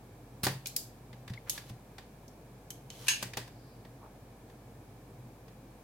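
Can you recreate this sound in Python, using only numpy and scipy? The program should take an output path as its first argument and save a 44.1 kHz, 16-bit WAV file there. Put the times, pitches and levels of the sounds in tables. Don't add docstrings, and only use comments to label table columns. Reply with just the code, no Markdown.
import sys
import numpy as np
from scipy import signal
from scipy.fft import rfft, irfft, next_fast_len
from scipy.io import wavfile
from scipy.ndimage import uniform_filter1d, minimum_filter1d, map_coordinates

SR = 44100
rng = np.random.default_rng(int(sys.argv[2]) if len(sys.argv) > 2 else 0)


def waveform_to_disk(signal):
    frames = np.transpose(np.atleast_2d(signal))
    scaled = np.clip(frames, -1, 1) * 32767
    samples = np.round(scaled).astype(np.int16)
    wavfile.write(sys.argv[1], SR, samples)


N = 257103


def amp(db):
    return 10 ** (np.asarray(db) / 20)


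def unit(x):
    return x / np.sqrt(np.mean(x ** 2) + 1e-20)


def along(points, hz):
    freqs, values = np.transpose(points)
    return np.interp(np.log(hz + 1), np.log(freqs + 1), values)


def clock(size):
    return np.arange(size) / SR


def add(track, s, sound):
    part = track[:, round(s * SR):][:, :sound.shape[-1]]
    part += sound[..., :part.shape[1]]


def peak(hz, centre_hz, width):
    return 1 / (1 + ((hz / centre_hz - 1) / width) ** 2)


def gate(start, end, edge_db_per_s):
    t = clock(N)
    return -edge_db_per_s * np.abs(t - np.clip(t, start, end))


def coloured(x, gain_db):
    size = 2 * next_fast_len(x.shape[-1] // 2 + 1024, True)
    cepstrum = irfft(np.log(amp(gain_db(np.fft.rfftfreq(size, 1 / SR))) + 1e-6))
    cepstrum[1:size // 2] *= 2
    cepstrum[size // 2 + 1:] = 0
    return irfft(rfft(x, size) * np.exp(rfft(cepstrum)))[..., :x.shape[-1]]


# frequency in Hz, left-right coherence.
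CLOSE_FIELD = [(300, 1), (700, 1), (1500, 0.61), (4000, 0.38), (12000, .03)]
ROOM_FIELD = [(130, 1), (290, 0.96), (640, 0.84), (1410, 0.35), (3100, 0.1), (7000, -0.1)]
def noise(size, field):
    fast = next_fast_len(size, True)
    coherence = along(field, np.fft.rfftfreq(fast, 1 / SR))
    angle = np.arccos(np.clip(coherence, -1, 1)) / 2
    spectra = rfft(rng.standard_normal((2, fast)))
    mid, side = irfft(spectra * [np.cos(angle), np.sin(angle)], fast)[:, :size]
    return np.array([mid + side, mid - side])


def steady_noise(spectrum):
    size = next_fast_len(N, True)
    gain = amp(along(spectrum, np.fft.rfftfreq(size, 1 / SR)))
    return unit(irfft(rfft(noise(size, ROOM_FIELD)) * gain, size)[:, :N])


# frequency in Hz, relative level in dB.
RUMBLE_SPECTRUM = [(20, -29), (45, -20), (80, -16.5), (105, -4), (125, -5.5), (173, -10.5), (280, -11),
                   (375, -15.5), (490, -13.5), (570, -18.5), (740, -17), (1100, -24.5), (1600, -34),
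                   (3000, -80)]
HISS_SPECTRUM = [(700, -29.5), (1200, -12), (1550, -3.5), (1700, 1), (1950, -6), (2330, -0.5), (2700, -7.5),
                 (3300, -8), (6000, -10), (12000, -10.5), (13100, -9.5), (16000, -12.5)]
def room_tone(hum_hz=50, hum_db=-62, boom_hz=124, boom_db=-60, swell_db=2, rumble_db=-54, hiss_db=-65):
    t = clock(N)
    hum = amp(hum_db) * np.sqrt(2) * np.sin(2 * np.pi * hum_hz * t)
    swell = amp(swell_db * map_coordinates(rng.standard_normal(size=64), [2 * t]))
    boom = unit(coloured(noise(N, ROOM_FIELD), lambda hz: 20 * np.log10(peak(hz, boom_hz, 0.063))))
    rumble = amp(rumble_db) * steady_noise(RUMBLE_SPECTRUM)
    hiss = amp(hiss_db) * steady_noise(HISS_SPECTRUM)
    return hum + amp(boom_db) * swell * boom + rumble + hiss


def stroke(envelope, tone, flutter_db, room_db=-5, room_t60=0.3):
    flutter = unit(uniform_filter1d(rng.standard_normal(N), size=130))
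    hiss = unit(coloured(noise(N, CLOSE_FIELD), tone))
    direct = envelope * amp(flutter_db * flutter) * hiss
    tail = noise(SR // 2, ROOM_FIELD) * amp(-60 * clock(SR // 2) / room_t60)
    echo = signal.fftconvolve(direct, tail / np.linalg.norm(tail[0]), axes=1)[:, :N]
    return direct + amp(room_db) * echo


# frequency in Hz, relative level in dB.
AIR_SPECTRUM = [(40, -23), (90, -6), (180, 7.5), (400, -4.5), (1000, -3.5), (3000, -3.5), (4900, 1.5),
                (6000, -5.5), (12000, -3), (16000, -6)]
def suction(fire_s=0.434, flight_s=0.031, db=-28.5, hold_s=0.015, sag_db_per_s=1000):
    sag_db = sag_db_per_s * np.maximum(clock(N) - fire_s - hold_s, 0)
    level_db = db - sag_db + gate(fire_s, fire_s + flight_s, edge_db_per_s=7500)
    return stroke(amp(level_db), lambda hz: along(AIR_SPECTRUM, hz), flutter_db=2.5)


# start in seconds, level in dB, base t60 in seconds.
TABLE_BUMPS = [(.435, -33, 0.35), (.468, -34.5, 0.63), (1.304, -32.5, 0.22), (1.707, -37.5, 0.21),
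               (3.227, -46.5, 1), (3.368, -44.5, 0.34)]
# frequency in Hz, relative level in dB, share of the base t60.
TABLE_MODES = [(102.4, -6, 0.72), (121.5, 1.5, 0.98), (149, -6, 0.62), (186, -3, 0.46)]
def thumps(detune=0.036):
    out, t = np.zeros((2, N)), clock(SR // 2)
    for s, db, t60 in TABLE_BUMPS:
        boom = sum(amp(mode_db - 60 * t / (t60 * share))
                   * np.sin(2 * np.pi * hz * t * rng.normal(1, detune))
                   for hz, mode_db, share in TABLE_MODES)
        add(out, s, amp(db) * boom * (1 - np.exp(-t / 0.004)))
    return out


# frequency in Hz, t60 in seconds.
ROOM_DECAY = [(150, 0.41), (600, 0.25), (3000, 0.35), (9000, 0.3), (16000, 0.28)]
def contact(tone, attack_s, t60, scatter_db, scatter_t60, room_db):
    t = clock(SR // 2)
    decay = amp(-60 * t / t60) + amp(scatter_db - 60 * t / scatter_t60)
    close = noise(len(t), CLOSE_FIELD) * decay * (1 - np.exp(-t / attack_s))
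    hz, frame_s, spectra = signal.stft(noise(len(t), ROOM_FIELD), SR, nperseg=256)
    room_decay = amp(-60 * frame_s / along(ROOM_DECAY, hz)[:, None])
    tail = signal.istft(spectra * room_decay, SR)[1][:, :len(t)]
    hit = coloured(close + amp(room_db) * tail * (1 - np.exp(-t / 0.0045)), tone)
    return hit / np.sqrt(np.mean(hit[:, :SR // 250] ** 2))


# start in seconds, level in dB, body gain in dB, treble gain in dB.
KNOCK_HITS = [(0.466, -24.5, 8.5, 4.5), (0.4806, -37.5, -4, -2), (1.1287, -53, 1, -5), (1.2775, -46, 0, -1),
              (1.2977, -50, 4, 4), (1.3347, -48, -6, -5), (1.577, -39.5, -1.5, 1), (1.6955, -50, 1, 5),
              (1.9817, -46, 3, -2), (3.2258, -31.5, 3, 8.5), (3.3341, -41.5, -6.5, -3),
              (3.3704, -32, 1, 5.5), (3.3776, -41.5, 10, 1), (3.476, -53.5, 4, 2), (3.8492, -52, 10, -4),
              (4.4977, -59, 3, -2), (5.4804, -57.5, 3, -1)]
# frequency in Hz, relative level in dB.
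KNOCK_SPECTRUM = [(40, -31), (90, -16), (180, 1), (400, 1), (1000, 2), (2000, 1.5), (4500, -2.5),
                  (6500, -7.5), (12000, -14), (16000, -15.5)]
def knocks(clack_hz=1815, clack_spread=0.045):
    out = np.zeros((2, N))
    for s, db, body_db, treble_db in KNOCK_HITS:
        ring_hz = clack_hz * np.exp(clack_spread * rng.standard_normal())
        shade = [(800, body_db), (2200, 0), (4000, 0), (8000, treble_db)]
        hollow = lambda hz: (6 * peak(hz, ring_hz, 0.05) + 5 * peak(hz, 4790, 0.035)
                             + 4 * peak(hz, 3580, 0.026) - 8 * peak(hz, 1305, 0.052))
        tone = lambda hz: along(KNOCK_SPECTRUM, hz) + along(shade, hz) + hollow(hz)
        knock = contact(tone, attack_s=0.0015, t60=0.029, scatter_db=-7, scatter_t60=0.061, room_db=-13.5)
        add(out, s, amp(db) * knock)
    return out


# frequency in Hz, relative width, boost in dB.
STEEL_MODES = [(3050, .035, 6.5), (4160, 0.0202, 5), (5540, 0.019, 8), (6360, 0.021, 12.5), (6870, .02, 2),
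               (8130, 0.018, 6.5), (11260, 0.1, 9.5)]
def steel(hz):
    return sum(db * peak(hz, centre_hz, width) for centre_hz, width, db in STEEL_MODES)


# start in seconds, level in dB, middle gain in dB,
# treble gain in dB, favoured frequency in Hz, strength of the steel's ring from 0 to 1.
CLICK_HITS = [(0.6581, -35.5, -1, -9, 2400, 0.5), (0.6693, -33.5, -7, 3, 4180, 0.5),
              (0.7631, -24.5, -6.5, 6, 4840, 0.1), (1.496, -26, -3.5, 3, 3600, 0.86),
              (2.28, -54.5, -20, -7.5, 3370, 0.7), (2.704, -38, 0.5, 2, 3170, 1),
              (2.9018, -42.5, 3.5, -7, 3080, 0.8)]
# frequency in Hz, relative level in dB.
CLICK_SPECTRUM = [(40, -21), (200, -5), (1250, -14), (2000, -6), (2400, -5.5), (3300, -3), (5000, -1.5),
                  (7800, -1), (9000, -7.5), (12500, -3.5), (16000, -9)]
def clicks(full_ring_db=-23, ring_t60=0.26, ring_focus=2.2):
    out, t = np.zeros((2, N)), clock(SR // 2)
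    for s, db, middle_db, treble_db, favoured_hz, ringing in CLICK_HITS:
        shade = [(200, middle_db - 6), (1700, middle_db - 1.5), (2600, middle_db),
                 (5000, 0), (10000, treble_db)]
        resonances = lambda hz: ringing * steel(hz) + 7.7 * peak(hz, favoured_hz, 0.061)
        tone = lambda hz: along(CLICK_SPECTRUM, hz) + along(shade, hz) + resonances(hz)
        hit = contact(tone, attack_s=0.00049, t60=0.014, scatter_db=-4, scatter_t60=0.057, room_db=-13.5)
        ring = unit(coloured(noise(len(t), CLOSE_FIELD), lambda hz: ring_focus * steel(hz)))
        ring *= ringing * amp(full_ring_db - 60 * t / ring_t60)
        add(out, s, amp(db) * (hit + ring))
    return out


# loudest moment in seconds, level in dB, frequency in Hz,
# fade time to either side in seconds, relative width of the resonance.
PLASTIC_RUBS = [(1.378, -49.5, 2150, 0.0043, 0.14), (1.48, -52.5, 1550, .02, 1.8),
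                (3.66, -71, 4700, .24, .35), (4.047, -55, 950, 0.051, 0.89)]
def squeaks(resonance_db=50):
    out, t = np.zeros((2, N)), clock(SR // 2)
    middle = t.mean()
    for s, db, centre_hz, fade_s, width in PLASTIC_RUBS:
        rub = coloured(noise(len(t), CLOSE_FIELD), lambda hz: resonance_db * peak(hz, centre_hz, width))
        envelope = np.exp(-2 * ((t - middle) / fade_s) ** 2)
        add(out, s - middle, amp(db) * envelope * unit(rub))
    return out


# start in seconds, end in seconds, final level in dB.
PLUNGER_PUSHES = [(1.48, 1.568, -50), (1.64, 1.695, -57.5), (2.91, 3.078, -50), (3.208, 3.223, -48)]
# frequency in Hz, relative level in dB.
SLIDE_SPECTRUM = [(60, -32), (500, 0.5), (1800, -3.5), (4000, -1.5), (7000, -6.5), (9000, -10),
                  (12000, -8.5), (16000, -12.5)]
def slide(swell_db=11.5):
    t, envelope = clock(N), np.zeros(N)
    for start, end, db in PLUNGER_PUSHES:
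        level_db = db + np.interp(t, [start, end], [-swell_db, 0])
        envelope += amp(level_db + gate(start, end, edge_db_per_s=900))
    return stroke(envelope, lambda hz: along(SLIDE_SPECTRUM, hz) + 0.58 * steel(hz), flutter_db=1.7)


# frequency in Hz, relative level in dB.
SNAP_SPECTRUM = [(60, -47), (300, -31), (700, -30), (920, -14.5), (1350, -19.5), (1720, -2), (2080, -15.5),
                 (2330, -1), (2880, 0), (3200, -7.5), (5000, -8), (8000, -10.5), (12000, -14), (16000, -28)]
# frequency in Hz, relative level in dB, t60 in seconds.
BARREL_MODES = [(1682, -18, .25), (2300, -20, .2), (2590, -22, .2), (2660, -12, .2), (2760, -13, 0.21),
                (2973, -19, .2), (3397, -23, .2), (4090, -14.5, 0.24), (4960, -16, .2), (5465, -20, .2),
                (6440, 5.5, 0.19), (6810, -13, 0.25), (8200, -19, .2), (9507, -26, 0.195), (10760, -35, .2)]
def snap(s=3.0825, db=-14, ring_db=-11.5, slip_s=3.0687, slip_db=-41):
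    out, t = np.zeros((2, N)), clock(SR // 2)
    tone = lambda hz: along(SNAP_SPECTRUM, hz)
    tick = contact(tone, attack_s=0.00059, t60=0.032, scatter_db=-7, scatter_t60=0.0934, room_db=-7)
    crack = contact(tone, attack_s=0.0003, t60=0.03, scatter_db=-3, scatter_t60=0.094, room_db=-9.5)
    ring = np.zeros((2, len(t)))
    for hz, mode_db, t60 in BARREL_MODES:
        phase = rng.random() + 0.3 * rng.random((2, 1))
        ring += amp(mode_db - 60 * t / t60) * np.sin(2 * np.pi * (hz * t + phase))
    ring *= amp(ring_db) * (1 - np.exp(-t / 0.0059))
    add(out, slip_s, amp(slip_db) * tick)
    add(out, s, amp(db) * (crack + ring))
    return out


def scene():
    return room_tone() + suction() + thumps() + knocks() + clicks() + squeaks() + slide() + snap()


def record(dry, ceiling_db=-10.5, release_db_per_s=230, top_hz=16000):
    recovery_db = release_db_per_s * clock(N)
    level_db = 20 * np.log10(np.abs(dry).max(axis=0) + 1e-9)
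    excess_db = np.maximum(level_db - ceiling_db, 0)
    duck_db = np.maximum.accumulate(excess_db + recovery_db) - recovery_db
    gain = uniform_filter1d(minimum_filter1d(amp(-duck_db), size=45), size=45)
    size = next_fast_len(N + SR // 10)
    passband = np.fft.rfftfreq(size, 1 / SR) < top_hz
    return irfft(rfft(dry * gain, size) * passband, size)[:, :N]


dry = scene()
out = record(dry)
waveform_to_disk(out)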